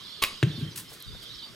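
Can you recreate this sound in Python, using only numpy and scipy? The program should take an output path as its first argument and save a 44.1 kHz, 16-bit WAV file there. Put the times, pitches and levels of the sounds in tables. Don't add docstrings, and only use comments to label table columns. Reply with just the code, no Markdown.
import sys
import numpy as np
from scipy import signal
from scipy.fft import rfft, irfft
from scipy.io import wavfile
from scipy.ndimage import uniform_filter1d

SR = 44100
rng = np.random.default_rng(int(sys.argv[2]) if len(sys.argv) > 2 else 0)


def volts_from_db(level):
    exponent = np.asarray(level, float) / 20
    return 10 ** exponent


def waveform_to_disk(signal):
    frames = np.transpose(np.atleast_2d(signal))
    scaled = np.clip(frames, -1, 1) * 32767
    samples = np.round(scaled).astype(np.int16)
    wavfile.write(sys.argv[1], SR, samples)


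N = 68355


def unit(x):
    return x / np.sqrt(np.mean(x ** 2) + 1e-20)


def along(points, hz):
    f, v = np.transpose(points)
    return np.interp(np.log(hz + 1), np.log(f + 1), v)


def closed(points):
    return [(points[0][0] / 2, -90)] + list(points) + [(points[-1][0] * 2, -90)]


def colour(x, points):
    gain = volts_from_db(along(closed(points), np.fft.rfftfreq(4096, 1 / SR)))
    cepstrum = irfft(np.log(gain))
    cepstrum[1:2048] *= 2
    cepstrum[2049:] = 0
    h = irfft(np.exp(rfft(cepstrum)))
    return signal.fftconvolve(x, h / np.linalg.norm(h))[:len(x)]


def add(track, s, x):
    part = track[round(s * SR):][:len(x)]
    part += x[:len(part)]


def burst(t60, rise=0, blow=0):
    t = np.arange(SR // 2) / SR
    swell = 1 - np.exp(-(t + 1 / SR) / (rise + 1e-5))
    x = rng.standard_normal(len(t)) * volts_from_db(-60 * t / t60) * swell
    return x - blow * (t == 0)


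def ring(modes):
    t = np.arange(SR // 2) / SR
    return sum(volts_from_db(db - 60 * t / t60) * np.sin(2 * np.pi * hz * t) for hz, db, t60 in modes)


def wide(a, b, width):
    return np.array([a + width * b, a - width * b])


def rush(points, patchy_db):
    # f/Hz, correlation
    alike = [(30, 0.15), (100, 0.56), (1000, 0.78), (5000, 0.6), (6300, 0.94), (8500, 0.91), (12000, 0.85)]
    hz, _, z = signal.stft(rng.standard_normal((2, N)), SR, nperseg=1024)
    field = uniform_filter1d(rng.standard_normal(z.shape[1:]), size=8, axis=0)
    field = uniform_filter1d(field, size=5, axis=1)
    turn = np.arccos(np.clip(along(alike, hz), -1, 1)) / 2
    mid_side_gain = volts_from_db(along(closed(points), hz)) * [np.cos(turn), np.sin(turn)]
    z = z * volts_from_db(patchy_db * unit(field)) * mid_side_gain[..., None]
    mid, side = signal.istft(z, nperseg=1024)[1][:, :N]
    return unit(np.array([mid + side, mid - side]))


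def room(x, t60s, gap_s, alike):
    hz, t, z = signal.stft(rng.standard_normal((2, SR // 2)), SR, nperseg=256)
    a, b = signal.istft(z * volts_from_db(-60 * t / along(t60s, hz)[:, None]), SR, nperseg=256)[1]
    b = colour(b, [(40, -9.5), (4500, -3.5), (6500, -24)])
    tail = wide(a, unit(b) * a.std(), 1 - alike)
    tail = tail / np.linalg.norm(tail[0])
    delayed = np.pad(x, (round(gap_s * SR), 0))
    return signal.fftconvolve(delayed[None], tail, axes=1)[:, :N]


def town_floor():
    # f/Hz, level/dB
    rumble = [(25, -23), (104, -5.5), (420, -10.5), (600, -17.5), (800, -24.5), (1050, -14), (1600, -15.5),
              (2500, -29)]
    # f/Hz, level/dB
    hiss = [(2000, 5), (6000, -2.5), (9000, -6.5), (13000, -7.5), (16000, -19)]
    return volts_from_db(-53.5) * rush(rumble, patchy_db=3) + volts_from_db(-55.5) * rush(hiss, patchy_db=0.7)


def wind():
    # t/s, level/dB, t60/s
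    gusts = [(0, -51, 0.097), (0.884, -48, 0.061), (1.051, -48, 0.37), (1.151, -52, 0.083),
             (1.34, -52, 0.098)]
    # f/Hz, level/dB
    gust_tone = [(25, 16), (80, 11), (160, 7.5), (300, -18)]
    ports = np.zeros((2, N))
    for s, db, t60 in gusts:
        for port in ports:
            add(port, s, volts_from_db(db + 9.5) * burst(t60, rise=0.011))
    return np.array([colour(port, gust_tone) for port in ports]) * volts_from_db([[1.5], [-1.5]])


def whistle(length_s, from_hz, to_hz):
    u = np.linspace(0, 1, max(round(length_s * SR), 2))
    wobble = unit(uniform_filter1d(rng.standard_normal(SR // 4), size=130))[:len(u)]
    hz = (from_hz + (to_hz - from_hz) * u) * (1 + 0.014 * wobble)
    return np.sin(np.pi * u) ** 0.5 * np.sin(2 * np.pi * np.cumsum(hz) / SR) * np.sqrt(2)


def birds():
    # t/s, length/s, from f/Hz, to f/Hz, level/dB
    notes = [(.012, 0.017, 3840, 3800, -55), (0.025, 0.059, 4420, 5160, -53.5),
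             (0.082, .025, 4750, 4600, -55), (.108, .03, 4250, 4210, -52), (.122, .045, 3360, 3650, -49),
             (0.167, .015, 4600, 4470, -55), (0.18, 0.043, 4250, 4050, -54),
             (0.185, 0.024, 3350, 3620, -52), (0.505, 0.019, 3350, 3590, -45), (.53, .014, 3070, 3030, -50),
             (0.536, 0.051, 3480, 3590, -46), (0.556, 0.021, 4270, 4190, -48.5),
             (0.584, 0.039, 3600, 3215, -50), (0.623, 0.0417, 3225, 3070, -49.5),
             (.675, .025, 3100, 3120, -49.5), (0.696, 0.044, 5280, 4520, -53.5),
             (.705, 0.045, 6180, 5750, -56.5), (0.876, 0.029, 5230, 5270, -53),
             (1.003, 0.018, 4150, 4110, -49.5), (1.063, 0.043, 4735, 4600, -52),
             (1.107, 0.083, 3503, 3684, -51), (0.372, .02, 5000, 5000, -51),
             (1.253, 0.023, 3800, 3100, -48), (1.292, 0.021, 3656, 3910, -46),
             (1.334, 0.029, 5290, 5260, -51.5), (1.389, 0.021, 5010, 3520, -46),
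             (1.419, 0.019, 3454, 3970, -42.5), (1.425, 0.034, 4550, 4756, -44),
             (1.44, 0.011, 3645, 3600, -44), (1.45, 0.043, 4700, 4660, -51.5)]
    # t/s, level/dB
    chorus = [(0, -47), (.4, -47.5), (.62, -48.5), (0.821, -54.5), (1.0, -52.5), (1.12, -49), (1.21, -51.5),
              (1.28, -46), (1.42, -48), (1.55, -55)]
    # f/Hz, level/dB
    flock_tone = [(2400, -48), (2900, -3.5), (3500, 0), (4600, -3.5), (5500, -10.5), (6500, -25.5)]
    # t/s, half of left minus right/dB
    flock_pan = [(0, -3), (.3, -3.5), (.9, -2), (1.2, -3), (1.55, -2)]
    near, far = np.zeros((2, N))
    for s, length_s, from_hz, to_hz, db in notes:
        add(near, s, volts_from_db(db) * whistle(length_s, from_hz, to_hz))
    for when, long, pitch, glide in rng.random((160, 4)):
        hz = 2900 + 2600 * pitch
        chirp = whistle(0.0117 + 0.0298 * long, hz, hz * (0.88 + 0.2287 * glide))
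        add(far, when * N / SR, volts_from_db(along(flock_tone, hz)) * chirp)
    chirps = unit(room(far, [(4000, 0.39)], gap_s=0, alike=0.58))
    flock = rush(flock_tone, patchy_db=5.0) + volts_from_db(-3) * chirps
    trees = volts_from_db(-8) * room(near, [(4000, 0.2)], gap_s=0.012, alike=0.51)
    t = np.arange(N) / SR
    flock_db = np.interp(t, *np.transpose(chorus)) - 0.5
    pan_db = np.interp(t, *np.transpose(flock_pan))
    return volts_from_db([pan_db, -pan_db]) * (near + trees + volts_from_db(flock_db) * flock)


def jacket():
    # t/s, level/dB, rise/s, t60/s
    rustles = [(0.581, -48, .012, 0.16), (0.757, -34.5, 0.002, 0.14), (0.773, -33, 0.0015, 0.18),
               (0.887, -44.5, 0.026, 0.33), (0.927, -40.5, 0.006, 0.095), (1.22, -42.5, 0.0095, 0.1)]
    # f/Hz, level/dB
    cloth_tone = [(470, -61), (800, -6), (1000, -5), (1850, 4), (2040, 1), (2460, 1.5), (10700, 6.5),
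                  (15800, 1)]
    # t/s, peak level/dB
    tick_events = [(1.0028, -40.5), (1.0244, -36)]
    # f/Hz, level/dB
    tick_tone = [(5000, -6), (8000, -12), (12000, 2), (15500, -15)]
    # t/s, level/dB, t60/s
    knock_events = [(0.9151, -31, 0.028), (1.146, -34.5, 0.028)]
    # f/Hz, level/dB
    knock_tone = [(280, 8), (450, 6), (1100, 1), (1600, -10)]
    x, other, ticks, knocks = np.zeros((4, N))
    for s, db, rise, t60 in rustles:
        add(x, s, volts_from_db(db) * burst(t60, rise))
        add(other, s, volts_from_db(db) * burst(t60, rise))
    for s, db in tick_events:
        add(ticks, s, volts_from_db(db) * burst(0.011, blow=3.3))
    for s, db, t60 in knock_events:
        add(knocks, s, volts_from_db(db) * burst(t60, rise=0.0058))
    grain = unit(volts_from_db(1.5 * unit(uniform_filter1d(rng.standard_normal(N), size=60))))
    cloth = wide(colour(x * grain, cloth_tone), colour(other * grain, cloth_tone), 0.27)
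    return cloth + volts_from_db([[1.2], [-1.2]]) * colour(ticks, tick_tone) + colour(knocks, knock_tone)


def booms():
    # t/s, peak level/dB, f/Hz, swell/s
    pushes = [(0.429, -12, 128.8, .011), (0.464, -19.5, 163.4, 0.011), (0.496, -27.5, 155, 0.01),
              (.52, -41, 136, 0.013), (0.545, -33, 146, 0.01), (0.575, -31.5, 229, 0.0079),
              (0.582, -35, 111, 0.01), (0.604, -34, 254, 0.012), (0.623, -22.5, 146.8, 0.0097),
              (0.661, -30.5, 133, 0.0044), (0.682, -33, 140, 0.0055), (.75, -47, 183.4, 0.024),
              (.772, -41, 137, 0.008), (1.075, -44, 103.5, 0.011), (1.12, -40.5, 81, .009)]
    x, t = np.zeros(N), np.arange(SR // 4) / SR
    for s, db, hz, swell in pushes:
        u = t / swell
        add(x, s, -volts_from_db(db) * u ** 2 * np.exp(2 - 2 * u) * np.sin(2 * np.pi * hz * t))
    return x


def target():
    # t/s, level/dB, t60/s
    layers = [
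        (0.4278, -18.5, 0.0059),
        (.4314, -21, 0.008),
        (.4327, -19.5, 0.0065),
        (0.436, -24.5, 0.0052),
    ]
    # f/Hz, level/dB
    hit_tone = [(600, -9), (1000, -18), (1500, -2.5), (2600, 0.5), (3900, -0.5), (4700, -19), (5800, -13),
                (15500, -33)]
    # f/Hz, level/dB, t60/s
    face_modes = [(332, -17.5, 0.063), (387, -26.5, 0.14), (428, -38, 0.21), (561, -37.5, 0.1),
                  (84, -39, 0.31)]
    # f/Hz, level/dB, t60/s
    tip_modes = [(2700, -7, .005), (1650, -14, .01), (3700, -14, .004)]
    hit_s, tip_rise_s = 0.4277, 0.0003
    cracks, face = np.zeros((2, N))
    for s, db, t60 in layers:
        add(cracks, s, volts_from_db(db) * burst(t60, blow=0.66))
    add(cracks, hit_s + 0.00179, volts_from_db(-27.5) * burst(0.049, rise=0.0025))
    add(face, hit_s + 0.00086, ring(face_modes))
    tip_swell = 1 - np.exp(-np.arange(SR // 2) / SR / tip_rise_s)
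    add(face, hit_s, -ring(tip_modes) * tip_swell)
    high_pass = signal.butter(2, 60, "high", fs=SR, output="sos")
    return colour(cracks, hit_tone) + signal.sosfilt(high_pass, face)


def bow():
    # t/s, peak level/dB, brightness above 6 kHz/dB, t60/s
    snaps = [(0.2198, -26, -20, 0.014), (0.2241, -16.5, -2, 0.018), (0.2250, -17, 8, 0.0096),
             (0.2278, -19.5, -8, 0.0079), (0.2381, -15, 2, 0.015), (.2410, -26, -3, 0.039),
             (0.2486, -23, -12, 0.025)]
    # f/Hz, level/dB
    snap_tone = [(430, -9), (760, -12), (1100, -0.5), (1750, -12), (2300, 1), (4200, -3), (6000, -9.5),
                 (15500, -16.5)]
    # f/Hz, level/dB, t60/s
    limb_modes = [(127, -2, 0.0088), (1136, -11, 0.06), (2205, -3, 0.034), (3100, -5, 0.028)]
    # f/Hz, level/dB, t60/s
    scrape_modes = [(904, -25.5, 0.034), (1114.4, -23.5, 0.068), (4600, -21.5, 0.0078), (416, -29, 0.029)]
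    # f/Hz, level/dB, t60/s
    slap_modes = [(2370, -16, 0.0087), (2820, -11.5, 0.01), (3430, -14.5, 0.009), (3860, -18.5, 0.013),
                  (11200, -9.5, 0.0023), (14000, -19, 0.0018)]
    # f/Hz, level/dB, t60/s
    rebound_modes = [(2470, -13, 0.0062)]
    dull, bright, other, limbs = np.zeros((4, N))
    for s, db, bright_db, t60 in snaps:
        add(dull, s, volts_from_db(db - 4.0) * burst(t60, blow=1.7))
        add(bright, s, volts_from_db(db + bright_db - 10) * burst(0.25 * t60, blow=1.9))
        add(other, s, volts_from_db(db + bright_db - 3) * burst(0.27 * t60))
        add(limbs, s, -volts_from_db(db - 11.5) * ring(limb_modes))
    add(limbs, 0.2229, -ring(scrape_modes))
    add(limbs, 0.2378, -ring(slap_modes))
    add(limbs, 0.2466, -ring(rebound_modes))
    add(dull, 0.219, volts_from_db(-21) * burst(0.14, rise=0.0061))
    fizz_tone = [(5000, -6), (8000, 4), (11500, 5), (16000, -10.5)]
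    fizz = wide(colour(bright, fizz_tone), colour(other, fizz_tone), 0.2)
    return colour(dull, snap_tone) + limbs + fizz


def lawn(x):
    return x - 0.65 * signal.lfilter(*signal.iirpeak(757, 3.1, SR), x)


def yard(shot):
    t60s = [(300, 0.65), (2500, 0.26), (6000, 0.57), (14000, 0.1)]
    return volts_from_db(-12) * room(shot.mean(axis=0), t60s, gap_s=0.015, alike=0.72)


def fence(hit, boom):
    answer = volts_from_db(-12.5) * room(hit, [(300, 0.86), (2000, 0.56), (8000, 0.48)], gap_s=0.014, alike=0.84)
    answer = answer + volts_from_db(-16.0) * room(boom, [(150, 0.8)], gap_s=0.019, alike=0.88)
    return answer + volts_from_db(-7.5) * np.roll(answer, round(0.165 * SR), axis=1)


def scene():
    shot, boom, hit = lawn(bow()), booms(), target()
    direct = shot * volts_from_db([[-0.5], [0.5]]) + (hit + boom) * volts_from_db([[0.4], [-0.4]])
    background = town_floor() + wind() + birds() + jacket()
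    return direct + yard(shot) + fence(hit, boom) + background


def band_limit(x):
    return signal.sosfilt(signal.butter(12, 16620, fs=SR, output="sos"), x)


def record(dry):
    # f/Hz, left lead/rad
    ports = [(300, 0.18), (4000, 0.94), (6300, 0.027), (8500, 0.077), (11000, 0.67)]
    lead = along(ports, np.fft.rfftfreq(N, 1 / SR))
    shifted = irfft(rfft(dry) * np.exp(0.5j * lead * np.array([[1], [-1]])), N)
    low_pass = signal.ellip(8, 0.1, 70, 15700, fs=SR, output="sos")
    return band_limit(signal.sosfilt(low_pass, shifted))


dry = scene()
out = record(dry)
waveform_to_disk(out)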